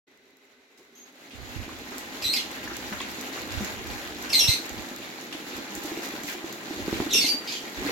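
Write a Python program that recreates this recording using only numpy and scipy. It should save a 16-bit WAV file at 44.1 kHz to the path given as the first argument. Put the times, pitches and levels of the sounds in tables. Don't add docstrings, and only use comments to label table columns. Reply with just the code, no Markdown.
import sys
import numpy as np
from scipy import signal
from scipy.fft import rfft, irfft
from scipy.io import wavfile
from scipy.ndimage import map_coordinates

SR = 44100
rng = np.random.default_rng(int(sys.argv[2]) if len(sys.argv) > 2 else 0)


def generate_wav(sig):
    pcm = np.round(np.clip(np.atleast_2d(sig).T, -1, 1) * 32767).astype(np.int16)
    wavfile.write(sys.argv[1], SR, pcm)


N = 348831
T = np.arange(N) / SR


def undb(db):
    return 10 ** (np.asarray(db) / 20)


def unit(x):
    return x / np.sqrt(np.mean(x ** 2))


def curves(table):
    times, *columns = np.transpose(table)
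    return [np.interp(T, np.sort(times), column) for column in columns]


def add(track, start_s, sound):
    i = max(int(start_s * SR), 0)
    track[..., i:i + sound.shape[-1]] += sound[..., :max(N - i, 0)]


def response(tone, size=4096):
    hz, db = np.transpose(tone)
    grid_hz = np.maximum(np.arange(size // 2 + 1) * SR / size, 1)
    gain = undb(np.interp(np.log(grid_hz), np.log(hz), db))
    cepstrum = irfft(np.log(gain))
    cepstrum[1:size // 2] *= 2
    cepstrum[size // 2 + 1:] = 0
    return irfft(np.exp(rfft(cepstrum)))


def through(x, impulse_response):
    return signal.fftconvolve(np.atleast_2d(x), np.atleast_2d(impulse_response), axes=1)[:, :N]


def fade(t, t60):
    return np.exp(-np.log(1000) * t / t60)


def burst(t, t60, rise_s):
    return fade(t, t60) * (1 - np.exp(-t / rise_s))


def walk(rate, size=N):
    place = np.arange(size) * rate / SR
    return map_coordinates(rng.standard_normal(size // 4 + 8), [place], order=2, mode="wrap")


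def impacts(rate, spread_db):
    hits = rng.random(N) < rate / SR
    size = np.minimum(rng.exponential(size=N), 5)
    return hits * undb(spread_db * size) * rng.choice([-1, 1], N)


def walls(x, echo_db, t60=0.25):
    t = T[:SR // 2]
    echo = rng.standard_normal((2, len(t))) * burst(t, t60, rise_s=0.0019)
    paths = undb(echo_db) * unit(echo) / np.sqrt(len(t))
    paths[:, 0] += 1
    return through(x, paths / np.sqrt(1 + undb(2 * echo_db)))


def all_round(x, mic_gap_m=0.14):
    hz = np.arange(N // 2 + 1) * SR / N
    likeness = np.sinc(2 * hz * mic_gap_m / 343)
    mid = irfft(rfft(x[0] + x[1]) * np.sqrt(1 + likeness), N)
    side = irfft(rfft(x[0] - x[1]) * np.sqrt(1 - likeness), N)
    return np.array([mid + side, mid - side]) / 2


def bubble(t, hz, t60, glide):
    return np.sin(2 * np.pi * hz * t * (1 + glide * t / t60 / 2)) * fade(t, t60)


def bubbles(count=3600, spread_db=2.0, cycles=13):
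    out = np.zeros((2, N))
    for when, pitch, size, life, lag in rng.random((count, 5)):
        hz = 550 * 12 ** pitch
        t60 = cycles * (.5 + life) / hz
        ring = bubble(T[:int(t60 * SR)], hz, t60, glide=0.45)
        ring *= hz * undb(-spread_db * np.log(size + 0.042))
        add(out[0], when * N / SR, ring)
        add(out[1], when * N / SR + (lag - .5) * .0009, ring)
    return unit(out)


# (time [s], patter level [dB], churning level [dB])
JET_LEVELS = [(.1, -57, -67.5), (.72, -58.5, -76), (1.25, -50, -56.5), (1.5, -42, -48.5),
              (1.95, -40, -45.5), (2.6, -38, -45), (3.3, -38, -42.5), (3.6, -35.5, -40), (4.05, -38, -43.5),
              (4.5, -37, -41.5), (5.15, -40.5, -45), (5.9, -37.5, -41), (6.55, -39.5, -43.5),
              (6.98, -36, -37), (7.4, -39, -43), (7.74, -39, -43), (7.88, -31.5, -32.5)]
# (frequency [Hz], gain [dB])
PATTER_TONE = [(260, -32), (450, -4), (580, -4.5), (781, -5), (1050, -7.5), (1720, -4.5), (1990, -3.5),
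               (3120, -9), (3960, -7), (5740, -14), (6970, -10), (8450, -23.5), (12800, -15), (15100, -25),
               (15800, -18.5)]
def patter(level_db, close_db=-34.5, dulling=0.27):
    clicks = unit(np.array([impacts(rate=2500, spread_db=5.5) for _ in range(2)]))
    wash = rng.standard_normal((2, N)) * undb(2.1 * walk(25))
    drops = undb(-3) * clicks * undb(2 * walk(30)) + undb(-4) * bubbles()
    drop_share = 0.93 * undb(np.minimum(level_db - close_db, 0) / 2)
    wash_share = np.sqrt(np.maximum(1 - drop_share ** 2, .1))
    blend = drop_share * unit(walls(drops, echo_db=0.5)) + wash_share * wash
    sound = unit(through(all_round(blend), response(PATTER_TONE)))
    body = signal.sosfilt(signal.butter(1, 3500, fs=SR, output="sos"), sound)
    treble = (sound - body) * undb(dulling * (level_db - close_db) + 0.51 * walk(9))
    return (body + treble) * undb(level_db + .5 * walk(10))


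# (frequency [Hz], gain [dB])
TICK_TONE = [(800, -10), (3000, -3), (7000, 14.5), (9000, -1), (13000, 9.5), (16000, 0)]
def stray_drops(patter_db, below_patter_db=18.5):
    t = T[:SR // 50]
    tick = rng.standard_normal((2, len(t))) * burst(t, t60=.008, rise_s=.0006)
    ticks = through(impacts(rate=22, spread_db=3.5), tick)
    bright = through(ticks, response(TICK_TONE))
    return unit(walls(bright, echo_db=-8.5)) * undb(patter_db - below_patter_db)


# (frequency [Hz], gain [dB])
CHURN_TONE = [(76, -38), (130, -9), (161, -12), (199, -3), (274, 1), (339, 1.5), (398, -4.5), (560, -13),
              (730, -39), (1230, -120)]
def churning(level_db):
    shared = unit(impacts(rate=260, spread_db=2.5)) + undb(-5) * rng.standard_normal(N)
    stereo = shared + undb(-8) * rng.standard_normal((2, N))
    return unit(through(stereo, response(CHURN_TONE))) * undb(level_db)


# (pitch [Hz], width [Hz], level [dB])
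PUMP_TONES = [(261, 15, -71.5), (399, 34, -66.5), (1524, 60, -75), (2030, 93, -68), (2450, 550, -70),
              (3890, 230, -72.5), (5800, 50, -80)]
def far_pumps():
    out = 0
    for hz, width_hz, db in PUMP_TONES:
        housing = signal.iirpeak(hz, hz / width_hz, fs=SR)
        shaking = rng.standard_normal(N) + hz / 1200 * rng.standard_normal((2, N))
        out = out + unit(signal.lfilter(*housing, shaking)) * undb(db)
    return out


# (time [s], level [dB])
NEAR_PUMP_LEVELS = [(.7, -73), (1.05, -63), (1.9, -48), (2.5, -50.5), (3.5, -49.5), (5, -62)]
def near_pump(hz=251.3, width_hz=33):
    housing = signal.butter(2, [hz - width_hz / 2, hz + width_hz / 2], "band", fs=SR, output="sos")
    drone = unit(signal.sosfilt(housing, rng.standard_normal(N)))
    return drone * undb(curves(NEAR_PUMP_LEVELS)[0])


def feed_basin(grip_s=.772, ring_hz=390, width_hz=70):
    out, t = np.zeros((2, N)), T[:SR // 4]
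    touch = burst(t, t60=0.17, rise_s=0.0039)
    rustle = response([(1200, -18), (5000, -2), (7000, -6), (9000, -12), (14000, -13)])
    pellets = through(rng.standard_normal((2, len(t))), rustle)[:, :len(t)]
    plastic = signal.iirpeak(ring_hz, ring_hz / width_hz, fs=SR)
    bump = signal.lfilter(*plastic, rng.standard_normal(len(t)))
    add(out, grip_s, unit(pellets) * touch * undb(-53))
    add(out, grip_s + .015, unit(bump) * touch * undb(-48))
    return out


# (frequency [times the pitch], level [dB])
WHISTLE_TONES = [(1, -0.5), (2, -9), (3, -12.5)]
# (frequency [times the pitch], level [dB])
RASP_TONES = [(.5, -7.5), (1.5, -7.5), (2.5, -9.5), (3.5, -18)]
# (frequency [Hz], gain [dB])
BEAK_TONE = [(1000, -50), (2100, -3), (2700, 3.5), (4000, 2), (6200, -2), (8000, -5), (9600, -12.5),
             (12500, -1), (15500, -21)]
def song(notes, jitter, shimmer_db, trill, hiss_db, trill_hz=210, attack_s=0.0077, release_s=0.0044):
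    out = np.zeros(N)
    breath = response([(1500, 6.5), (2500, 9), (6000, 7), (8500, -38), (14000, -1)])
    hiss = unit(through(rng.standard_normal(N), breath))[0]
    for start, length, first_hz, held_hz, slide_s, db, fade_db, first_rasp, last_rasp in notes:
        t = T[:int(length * SR)]
        drift, shake, flutter = (walk(rate, size=SR // 2)[:len(t)] for rate in (157, 1500, 1500))
        rasp = np.clip(np.linspace(first_rasp, last_rasp, len(t)), 0, 1)
        hz = held_hz + (first_hz - held_hz) * np.exp(-(t / slide_s) ** 2)
        hz *= 1 + .006 * drift
        hz *= 1 + rasp ** 2 * jitter * shake + rasp * trill * np.sin(2 * np.pi * trill_hz * t)
        phase = 2 * np.pi * np.cumsum(hz) / SR
        clear, rough = (sum(undb(level) * np.sin(k * phase) * (k * hz < SR / 2) for k, level in tones)
                        for tones in (WHISTLE_TONES, RASP_TONES))
        air = undb(hiss_db) * hiss[int(start * SR):][:len(t)] * (1 + np.sin(phase / 2))
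        voice = clear * (1 - rasp ** 2 / 4) + rasp * (rough + air)
        edges = np.minimum(t / attack_s, 1) * np.minimum((length - t) / release_s, 1)
        level_db = db - fade_db * t / length + shimmer_db * rasp * flutter
        add(out, start, voice * edges * undb(level_db))
    return through(out, response(BEAK_TONE))


# (time [s], length [s], first pitch [Hz], held pitch [Hz], slide time [s],
# level [dB], fade over the note [dB], first rasp [0-1], last rasp [0-1])
FAR_NOTES = [ (.945, 0.059, 5900, 6500, 0.01, -48, -9.5, 0.29, .08),
             (4.98, 0.11, 2510, 2340, 0.029, -50, -2.5, 0.76, 0.83),
             (5.5, 0.078, 2313, 2463, 0.0213, -43.5, 6, 0.79, .8),
             (7.468, 0.053, 4700, 4420, 0.035, -30, 2.5, 0.95, 0.49),
             (7.518, 0.027, 6400, 6250, .014, -22.5, 19, 0.65, 0.9),
             (7.53, 0.048, 3300, 2985, .02, -38.5, -1.5, 0.63, 0.92)]
def far_birds():
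    calls = song(FAR_NOTES, jitter=0.13, shimmer_db=3, trill=0.042, hiss_db=-2)
    return walls(calls, echo_db=7, t60=0.33)


# (time [s], level [dB], strongest frequency [Hz], fade time [s])
SPLASH_EVENTS = [(1.308, -44.5, 2900, 0.38), (1.92, -37, 1300, .25), (2.7, -37, 1410, .2),
                 (2.925, -27.5, 1380, 0.087), (3.002, -32.5, 2400, 0.3), (3.376, -35, 1400, .08),
                 (4.24, -36, 1600, 0.37), (5.326, -30, 3020, 0.083), (6.03, -33.5, 1990, 0.13),
                 (6.28, -31.5, 2000, .3), (6.885, -38, 1500, 0.21), (6.94, -35.5, 2700, 0.33),
                 (7.879, -33, 2400, 0.22)]
def splashes():
    out, t = np.zeros((2, N)), T[:SR // 4]
    for start, db, hz, t60 in SPLASH_EVENTS:
        tone = response([(hz / 4, -22), (hz, 0), (hz * 3, -20), (hz * 9, -42)])
        spatter = through(rng.standard_normal((2, len(t))), tone)[:, :len(t)]
        add(out, start, unit(spatter) * fade(t, t60) * undb(db))
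    return out


# (time [s], right level [dB], left level [dB])
BREEZE_LEVELS = [(.1, -89, -88), (1.22, -81, -81), (1.45, -53, -60), (2.1, -54, -54.5), (3.2, -49, -59),
                 (4.4, -43.5, -52), (5.1, -64, -64), (6.5, -66, -68), (7.6, -69, -69)]
# (time of the peak [s], length [s], level [dB], left minus right [dB])
WIND_GUSTS = [(1.435, 0.23, -53.5, -33), (1.6, 0.15, -42.5, -17), (1.774, 0.22, -46, 2),
              (2.26, 0.12, -43, -4), (2.7, 0.1, -53, -14), (2.95, .1, -55, -21), (3.57, .16, -39, -21.5),
              (3.738, .26, -48, -1), (3.918, 0.12, -38.5, -11), (4.757, 0.15, -44, -17),
              (5.57, 0.092, -53.5, -18), (5.77, 0.059, -50.5, 12), (6.827, 0.17, -46, -14),
              (6.943, 0.1, -40, -6), (7.004, 0.054, -42, 16), (7.095, 0.26, -53, -6),
              (7.793, .08, -45, -19), (7.89, .12, -49, -5)]
# (frequency [Hz], gain [dB])
WIND_TONE = [(20, 2), (40, -4.5), (60, 0.5), (110, -3.5), (170, -20.5), (300, -16), (600, -61.5)]
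# (time [s], level [dB])
WIND_THUMPS = [(1.559, -25), (3.573, -26), (4.485, -12.5)]
def wind(gustiness_db=5, thump_hz=105, low_cut_hz=42):
    right_db, left_db = curves(BREEZE_LEVELS)
    power = undb(np.array([left_db, right_db]) + gustiness_db * walk(7.3)) ** 2
    for peak_s, length, db, pan_db in WIND_GUSTS:
        swell = signal.windows.hann(int(length * SR))
        sides_db = db + np.array([[pan_db], [-pan_db]]) / 2
        add(power, peak_s - length / 2, swell * undb(sides_db) ** 2)
    rumble = unit(through(rng.standard_normal((2, N)), response(WIND_TONE))) * np.sqrt(power)
    t = T[:SR // 8]
    thump = np.sin(2 * np.pi * thump_hz * t) * burst(t, t60=0.04, rise_s=0.0044)
    for start, db in WIND_THUMPS:
        add(rumble[1], start, thump / np.abs(thump).max() * undb(db))
    return signal.sosfilt(signal.butter(4, low_cut_hz, "high", fs=SR, output="sos"), rumble)


# (frequency [Hz], gain [dB])
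PLOP_TONE = [(50, -9), (130, -7.5), (230, -1), (330, 17), (480, -10), (800, -3.5), (1500, -33), (4000, -63),
             (12000, -58)]
# (time [s], level [dB], rough pitch [Hz])
FISH_PLOPS = [(1.68, -34, 340), (1.92, -33.5, 360), (2.715, -29.5, 345), (2.92, -28.5, 210),
              (3.607, -23, 226), (3.621, -26, 204), (4.784, -31.5, 225), (4.914, -31, 244),
              (5.349, -29.5, 310), (5.467, -40, 312), (5.585, -29, 342), (5.774, -26.5, 318),
              (5.848, -26.5, 307), (5.918, -24, 327), (5.973, -26, 345), (6.245, -29.5, 288),
              (6.351, -29, 350), (6.443, -25, 336), (6.708, -25, 306), (6.937, -27, 330), (7.022, -24, 303),
              (7.065, -22.5, 313), (7.15, -23.5, 430), (7.243, -22.5, 285), (7.344, -28, 286),
              (7.639, -30, 342), (7.85, -25.5, 280), (7.864, -28, 288), (7.893, -24, 450)]
def fish_plops():
    out = np.zeros(N)
    for start, db, ring_hz in FISH_PLOPS:
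        ring = response([(hz * ring_hz / 320, gain_db) for hz, gain_db in PLOP_TONE])
        add(out, start, ring / np.abs(ring).max() * undb(db))
    return walls(out, echo_db=-10, t60=.2)


# (time [s], level [dB], starting pitch [Hz])
DROP_PLIPS = [(1.692, -31.5, 1090), (2.676, -24.5, 1680), (2.926, -31, 1430), (3.004, -25.5, 3340),
              (3.007, -23, 1040), (3.377, -28, 1240)]
def plips():
    out, t = np.zeros(N), T[:SR // 20]
    for start, db, hz in DROP_PLIPS:
        add(out, start, bubble(t, hz, t60=0.02, glide=0.17) * undb(db))
    return walls(out, echo_db=-7)


# (time [s], level [dB])
NEAR_DROPS = [(1.982, -24.5), (2.641, -32), (3.016, -29), (3.1153, -31), (3.417, -34), (3.5223, -30),
              (3.6464, -25), (3.8722, -32), (4.2245, -26), (4.6937, -27.5), (5.211, -32), (5.5667, -29),
              (5.7514, -23), (5.8366, -29), (5.856, -32), (5.976, -31), (6.2344, -28.5), (6.526, -27)]
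def near_drops():
    out, t = np.zeros((2, N)), T[:SR // 4]
    tick_shape = burst(t, t60=.008, rise_s=.0006)
    for start, db in NEAR_DROPS:
        add(out, start, rng.standard_normal((2, len(t))) * tick_shape * undb(db))
    return through(out, response(TICK_TONE))


# (time [s], length [s], first pitch [Hz], held pitch [Hz], slide time [s],
# level [dB], fade over the note [dB], first rasp [0-1], last rasp [0-1])
SPARROW_NOTES = [ (2.219, 0.021, 5330, 4930, 0.0061, -23.5, 5, 1, 1),
                 (2.238, 0.052, 4120, 3950, 0.011, -19.5, 4, 0.5, .55),
                 (2.286, 0.055, 4180, 4300, 0.013, -23, 3, 0.05, 0.4),
                 (2.331, 0.027, 4510, 4980, 0.0064, -12.5, 19, 1, 0.3),
                 (2.358, 0.022, 4250, 3780, 0.017, -20.5, 2.5, .85, 0.94),
                 (2.374, 0.042, 3600, 2850, 0.013, -28, 6, 0.75, .8),
                 (4.294, .014, 5900, 5400, .005, -23, -2, 0.8, .7),
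                 (4.325, 0.043, 5300, 4146, .008, -14, 1, 0.66, 0.53),
                 (4.376, 0.039, 4350, 3130, .021, -12, 13, .2, .55),
                 (4.388, 0.076, 6790, 5480, 0.0081, -10.5, 13.5, 0.09, 0.98),
                 (4.473, 0.077, 3495, 4200, .008, -13.5, 11.5, 0.41, 0.88),
                 (4.487, 0.015, 6600, 3500, 0.012, -13, 10, 0.3, 0.8),
                 (7.096, 0.026, 4010, 3750, 0.0108, -31, -8, 0.85, 0.77),
                 (7.117, 0.092, 3750, 3540, 0.021, -24.5, 4, 0.35, .6),
                 (7.127, 0.071, 7150, 5525, .008, -11, 10, 0.34, 0.9),
                 (7.2, 0.059, 5210, 4347, .008, -20.5, -0.5, .4, 0.92),
                 (7.256, 0.023, 6210, 5200, 0.019, -22.5, -1, 0.97, 0.76),
                 (7.275, 0.053, 5000, 4630, 0.0095, -16, 6, .35, .15)]
def sparrow():
    chirps = song(SPARROW_NOTES, jitter=0.081, shimmer_db=3.5, trill=0.046, hiss_db=-11)
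    return walls(chirps, echo_db=3.5, t60=0.27)


# (time of the peak [s], length [s], level [dB])
SPRAY_PUFFS = [(2.933, 0.24, -51), (5.783, .09, -46), (5.85, 0.082, -41), (6.056, 0.069, -38.5),
               (6.296, 0.15, -37), (6.96, 0.18, -50)]
# (frequency [Hz], gain [dB])
SPRAY_TONE = [(1200, -14), (2500, -4), (7000, 1), (8700, -13), (12800, -3), (16000, -8)]
def spray():
    swells = np.zeros(N)
    for peak_s, length, db in SPRAY_PUFFS:
        add(swells, peak_s - length / 2, signal.windows.hann(int(length * SR)) * undb(db))
    droplets = np.array([impacts(rate=5200, spread_db=6) for _ in range(2)])
    return unit(through(droplets, response(SPRAY_TONE))) * swells


# (time [s], level [dB], strongest frequency [Hz])
TAIL_SLAPS = [(6.881, -19.5, 400), (6.928, -18, 424), (7.002, -13.5, 637)]
def tail_slaps(swing_hz=345):
    out, t = np.zeros(N), T[:SR // 40]
    swing = np.sin(2 * np.pi * swing_hz * t) * (t * swing_hz) * fade(t, t60=0.0096)
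    for start, db, hz in TAIL_SLAPS:
        tone = [(hz / 6, -22), (hz / 2, -2), (hz, 0), (hz * 2, -11), (hz * 5, -24), (hz * 16, -42)]
        for part in (response(tone), swing):
            add(out, start, part / np.abs(part).max() * undb(db))
    return walls(out, echo_db=-10, t60=.2)


def scene():
    patter_db, churn_db = curves(JET_LEVELS)
    jets = patter(patter_db) + stray_drops(patter_db) + churning(churn_db)
    surface = fish_plops() + plips() + tail_slaps()
    falling_water = walls(near_drops() + splashes(), echo_db=-2.5) + spray()
    water = jets + surface + falling_water
    return water + feed_basin() + far_pumps() + near_pump() + wind() + sparrow() + far_birds()


# (frequency [Hz], left minus right [dB])
MIC_BALANCE = [(1200, -1), (2400, 1.5), (4400, -1), (8100, -6), (11000, 3.5), (14000, 3.5)]
def record(dry, start_s=.068, fade_in_s=.012, top_hz=16000):
    mics = [response([(hz, side * db / 2) for hz, db in MIC_BALANCE]) for side in (1, -1)]
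    sound = through(dry, mics) * np.clip((T - start_s) / fade_in_s, 0, 1)
    return signal.sosfilt(signal.ellip(10, .2, 80, top_hz, fs=SR, output="sos"), sound)


dry = scene()
out = record(dry)
generate_wav(out)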